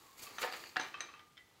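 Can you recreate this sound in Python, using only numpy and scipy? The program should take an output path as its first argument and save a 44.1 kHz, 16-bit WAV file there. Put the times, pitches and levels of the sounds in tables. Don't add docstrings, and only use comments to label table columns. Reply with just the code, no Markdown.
import sys
import numpy as np
from scipy import signal
from scipy.fft import rfft, irfft
from scipy.io import wavfile

SR = 44100
rng = np.random.default_rng(int(sys.argv[2]) if len(sys.argv) > 2 else 0)


def wrap_up_sound(samples):
    columns = np.atleast_2d(samples).T
    tamed = np.clip(columns, -1, 1)
    steps = np.round(tamed * 32767).astype(np.int16)
    wavfile.write(sys.argv[1], SR, steps)


N = 70560
T = np.arange(N) / SR

# (time [s], level [dB], brightness [Hz])
CLOTH_BLOWS = [(.4165, -3.5, 7000), (.427, 4, 3220), (.4348, 6, 1340), (.4445, 0, 1490), (.474, -4.5, 2230),
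               (.533, -5.5, 3800)]
STOP_BLOWS = [(.760, -5.5, 2520), (.7665, 0, 4030), (.7682, 1.5, 2270), (.7973, -2, 2640),
              (.8045, -10.5, 3220)]
# (frequency [Hz], level [dB], t60 [s])
BEATER_MODES = [(505, -48.5, 0.15), (742, -58, 0.33), (924, -44.5, 0.075), (1283, -44, 0.13),
                (1770, -48, .12)]
FRAME_MODES = [(340.5, -50, 0.42), (738.6, -41.5, 0.12), (886, -41.5, 0.14), (1290, -68, 0.3),
               (1427, -35, 0.049), (1690, -53, 0.064), (2770, -47, 0.18), (3030, -56, 0.61)]
# (frequency [Hz], level [dB])
BEATER_WOOD = [(180, -16.5), (420, 3.5), (1300, 3.5), (1900, 7.5), (3500, 2), (4400, 5.5), (5500, -1.5),
               (15000, -14)]
FRAME_WOOD = [(230, -8.5), (640, -13), (1600, 1), (2700, -3), (3100, -9), (3600, -8), (4000, -2.5),
              (4900, -5), (5600, -11), (15000, -20)]
def beater():
    thud = strike(CLOTH_BLOWS, BEATER_MODES, BEATER_WOOD, low_cut_hz=154, attack_s=0.0015,
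                  crack_db=-38, crack_t60_s=0.082, ring_db=-44, ring_t60_s=0.24)
    knock = strike(STOP_BLOWS, FRAME_MODES, FRAME_WOOD, low_cut_hz=292, attack_s=0.00024,
                   crack_db=-26.5, crack_t60_s=0.023, ring_db=-48.5, ring_t60_s=0.24)
    return thud + knock


# (time [s], level [dB], brightness [Hz])
SPINDLE_CLICKS = [(.3832, 4, 4180), (.798, 2, 6660), (.8115, 2, 6000), (1.0055, 5.5, 8650)]
BOBBIN_TAPS = [(.268, -4.5, 3000), (.384, 2, 3170), (.9412, 4, 4330), (1.089, -6.5, 2460),
               (1.138, -6.5, 2740), (1.161, -12.5, 1880)]
TICKS = [(1.193, 4, 2920), (1.3695, -2.5, 6060), (1.376, 4, 6000)]
# (frequency [Hz], level [dB], t60 [s])
SPINDLE_MODES = [(1750, -32.5, 0.0089), (2360, -60, 0.3), (3844, -51, 0.18), (4080, -45, 0.019),
                 (4610, -57, 0.04), (6126, -33.5, 0.021), (6140, -50.5, 0.13), (8480, -55.5, 0.097)]
BOBBIN_MODES = [(1154, -42, 0.073), (1208, -56, 0.67), (2595, -41.5, 0.044), (3120, -50, 0.073)]
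TICK_MODES = [(1972, -67.5, 0.22), (2240, -60, 0.066), (3146, -55, 0.044), (3510, -51, 0.022),
              (5330, -61.5, 0.041)]
# (frequency [Hz], level [dB])
SHUTTLE_WOOD = [(400, -10), (1500, 3), (2800, -5.5), (7000, -15), (9500, -28), (15000, -22)]
def shuttles():
    clicks = strike(SPINDLE_CLICKS, SPINDLE_MODES, SHUTTLE_WOOD, low_cut_hz=510, attack_s=0.00089,
                    crack_db=-45, crack_t60_s=0.028, ring_db=-50.5, ring_t60_s=0.18)
    taps = strike(BOBBIN_TAPS, BOBBIN_MODES, SHUTTLE_WOOD, low_cut_hz=740, attack_s=0.0013,
                  crack_db=-47, crack_t60_s=0.025, ring_db=-58.5, ring_t60_s=0.37)
    ticks = strike(TICKS, TICK_MODES, SHUTTLE_WOOD, low_cut_hz=1470, attack_s=0.0012,
                   crack_db=-58.5, crack_t60_s=0.08, ring_db=-79, ring_t60_s=0.13)
    return clicks + taps + ticks


# (time [s], level [dB], brightness [Hz])
SNAGS = [(.5243, 4.5, 7000), (.6385, 4.5, 2860), (.6645, -11, 7040)]
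# (frequency [Hz], level [dB], t60 [s])
SNAG_MODES = [(2820, -46, 0.025), (4700, -49, 0.06)]
def snags():
    return strike(SNAGS, SNAG_MODES, BEATER_WOOD, low_cut_hz=680, attack_s=0.00031,
                  crack_db=-43.5, crack_t60_s=0.014, ring_db=-65, ring_t60_s=0.066)


# (time [s], level [dB])
RATTLE_ENVELOPE = [(0, -66), (.16, -67), (.22, -57.5), (.37, -57.5), (.42, -53), (.58, -53.5),
                   (.745, -64.5), (.83, -46.5), (.92, -60), (.99, -56.5), (1.22, -66.5), (1.33, -76.5),
                   (1.6, -70.5)]
# (frequency [Hz], width [Hz], level [dB])
RATTLE_BANDS = [(334, 150, -3), (463, 360, -3.5), (865, 170, -2.5), (1214, 97, -2), (1995, 870, 1),
                (4060, 1350, -1)]
def rattle():
    ringing = 0
    for hz, width_hz, db in RATTLE_BANDS:
        b, a = signal.iirpeak(hz, hz / width_hz, fs=SR)
        contacts = grains(per_s=2500, spread_db=4)
        ringing += from_db(db) * rms_one(signal.lfilter(b, a, contacts))
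    return level(RATTLE_ENVELOPE) * rms_one(low_pass(ringing, hz=6700))


# (time [s], level [dB])
BRUSH_ENVELOPE = [(.165, -66.5), (.197, -52), (.213, -62), (.225, -49), (.295, -61.5), (.385, -61.5),
                  (.415, -45), (.5, -62.5), (.535, -55.5), (.67, -63), (.74, -66), (.9, -67), (.96, -79.5),
                  (1.6, -79)]
# (frequency [Hz], level [dB])
BRUSH_SPECTRUM = [(1500, -0.5), (6000, 1.5), (7100, 7), (9000, -2), (11700, 1.5), (15500, 0)]
def reed_brush():
    flicker_db = 1.2 * wander(hz=50)
    return level(BRUSH_ENVELOPE) * from_db(flicker_db) * noise(BRUSH_SPECTRUM)


# (time [s], level [dB])
SCRAPE_ENVELOPE = [(.16, -77), (.2, -61.5), (.3, -62.5), (.5, -59.5), (.54, -59), (.6, -61.5),
                   (.675, -56.5), (.73, -72.5), (1.1, -103)]
# (frequency [Hz], width per filter pass [Hz], level [dB])
BLADE_BANDS = [(2380, 600, -2), (4555, 490, 0.5), (6630, 570, -8.5)]
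def reed_scrape():
    spurt_db = 2 * wander(hz=69)
    slips = grains(per_s=1500, spread_db=4) * from_db(spurt_db)
    blades = 0
    for hz, width_hz, db in BLADE_BANDS:
        b, a = signal.iirpeak(hz, hz / width_hz, fs=SR)
        ringing = signal.lfilter(b, a, signal.lfilter(b, a, slips))
        blades += from_db(db) * rms_one(ringing)
    return level(SCRAPE_ENVELOPE) * rms_one(blades)


# (start [s], length [s], pitch [Hz], level [dB])
SQUEAKS = [(0, 0.19, 1110, -65), (1.384, 0.047, 1997, -60.5)]
def squeaks():
    sag_hz_per_s, waver_hz = 200, 27
    out = np.zeros(N)
    for start_s, length_s, hz, db in SQUEAKS:
        age_s = T - start_s
        pitch_hz = hz - sag_hz_per_s * age_s + waver_hz * wander(hz=50.5)
        progress = np.clip(age_s / length_s, 0, 1)
        swell = np.sqrt(np.abs(np.sin(np.pi * progress)))
        out += from_db(db) * swell * np.sin(2 * np.pi * np.cumsum(pitch_hz) / SR)
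    return out


def reverb(x):
    t60_s, delay_s, wet_db = 0.43, 0.0065, -13
    tail = low_pass(rng.standard_normal(N), hz=6300) * decay(t60_s) * (T > delay_s)
    tail /= np.sqrt(np.sum(tail ** 2))
    return from_db(wet_db) * signal.fftconvolve(x, tail)[:N]


# (frequency [Hz], level [dB])
ROOM_SPECTRUM = [(20, -57), (40, -4.5), (100, 4), (1200, -9.5), (3000, -8.5), (15000, -21)]
def room_tone():
    return from_db(-70.5) * noise(ROOM_SPECTRUM)


def strike(blows, modes, wood, low_cut_hz, attack_s, crack_db, crack_t60_s, ring_db, ring_t60_s):
    tones = 0
    for k, (hz, db, t60_s) in enumerate(modes):
        travel_s = 20e-6 * wander(hz=32.8)
        tones += (-1) ** k * from_db(db) * decay(t60_s) * np.sin(2 * np.pi * hz * (T + travel_s))
    envelope = from_db(crack_db) * decay(crack_t60_s) + from_db(ring_db) * decay(ring_t60_s)
    attack = np.minimum(T / attack_s, 1)
    out = np.zeros(N)
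    for time_s, db, bright_hz in blows:
        start = int(time_s * SR)
        blow = attack * (tones + envelope * noise(wood))
        out[start:] += from_db(db) * low_pass(blow, bright_hz)[:N - start]
    return signal.sosfilt(signal.butter(2, low_cut_hz, "high", fs=SR, output="sos"), out)


def grains(per_s, spread_db):
    sizes = from_db(spread_db * np.minimum(rng.exponential(1, N), 4))
    signs = rng.choice([-1, 1], N)
    hits = rng.random(N) < per_s / SR
    return sizes * signs * hits + 1e-18


def noise(spectrum):
    hz, db = np.transpose(spectrum)
    bins_hz = np.maximum(np.arange(N // 2 + 1) * SR / N, 1)
    gain = from_db(np.interp(np.log(bins_hz), np.log(hz), db))
    return rms_one(irfft(rfft(rng.standard_normal(N)) * gain, N))


def wander(hz):
    return rms_one(low_pass(rng.standard_normal(N + N // 4), hz)[-N:])


def low_pass(x, hz):
    return signal.sosfilt(signal.butter(2, hz, fs=SR, output="sos"), x + 1e-18)


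def level(envelope):
    return from_db(np.interp(T, *np.transpose(envelope)))


def decay(t60_s):
    return np.exp(-np.log(1000) * T / t60_s)


def from_db(db):
    return 10 ** (np.asarray(db) / 20)


def rms_one(x):
    return x / np.sqrt(np.mean(x ** 2) + 1e-20)


def scene():
    direct = beater() + shuttles() + squeaks() + reed_scrape() + snags()
    return (direct + reverb(direct) + rattle() + reed_brush() + room_tone())[None]


def record(dry):
    cutoff_hz = 15750
    return signal.sosfilt(signal.ellip(12, .1, 70, cutoff_hz, fs=SR, output="sos"), dry)


dry = scene()
out = record(dry)
wrap_up_sound(out)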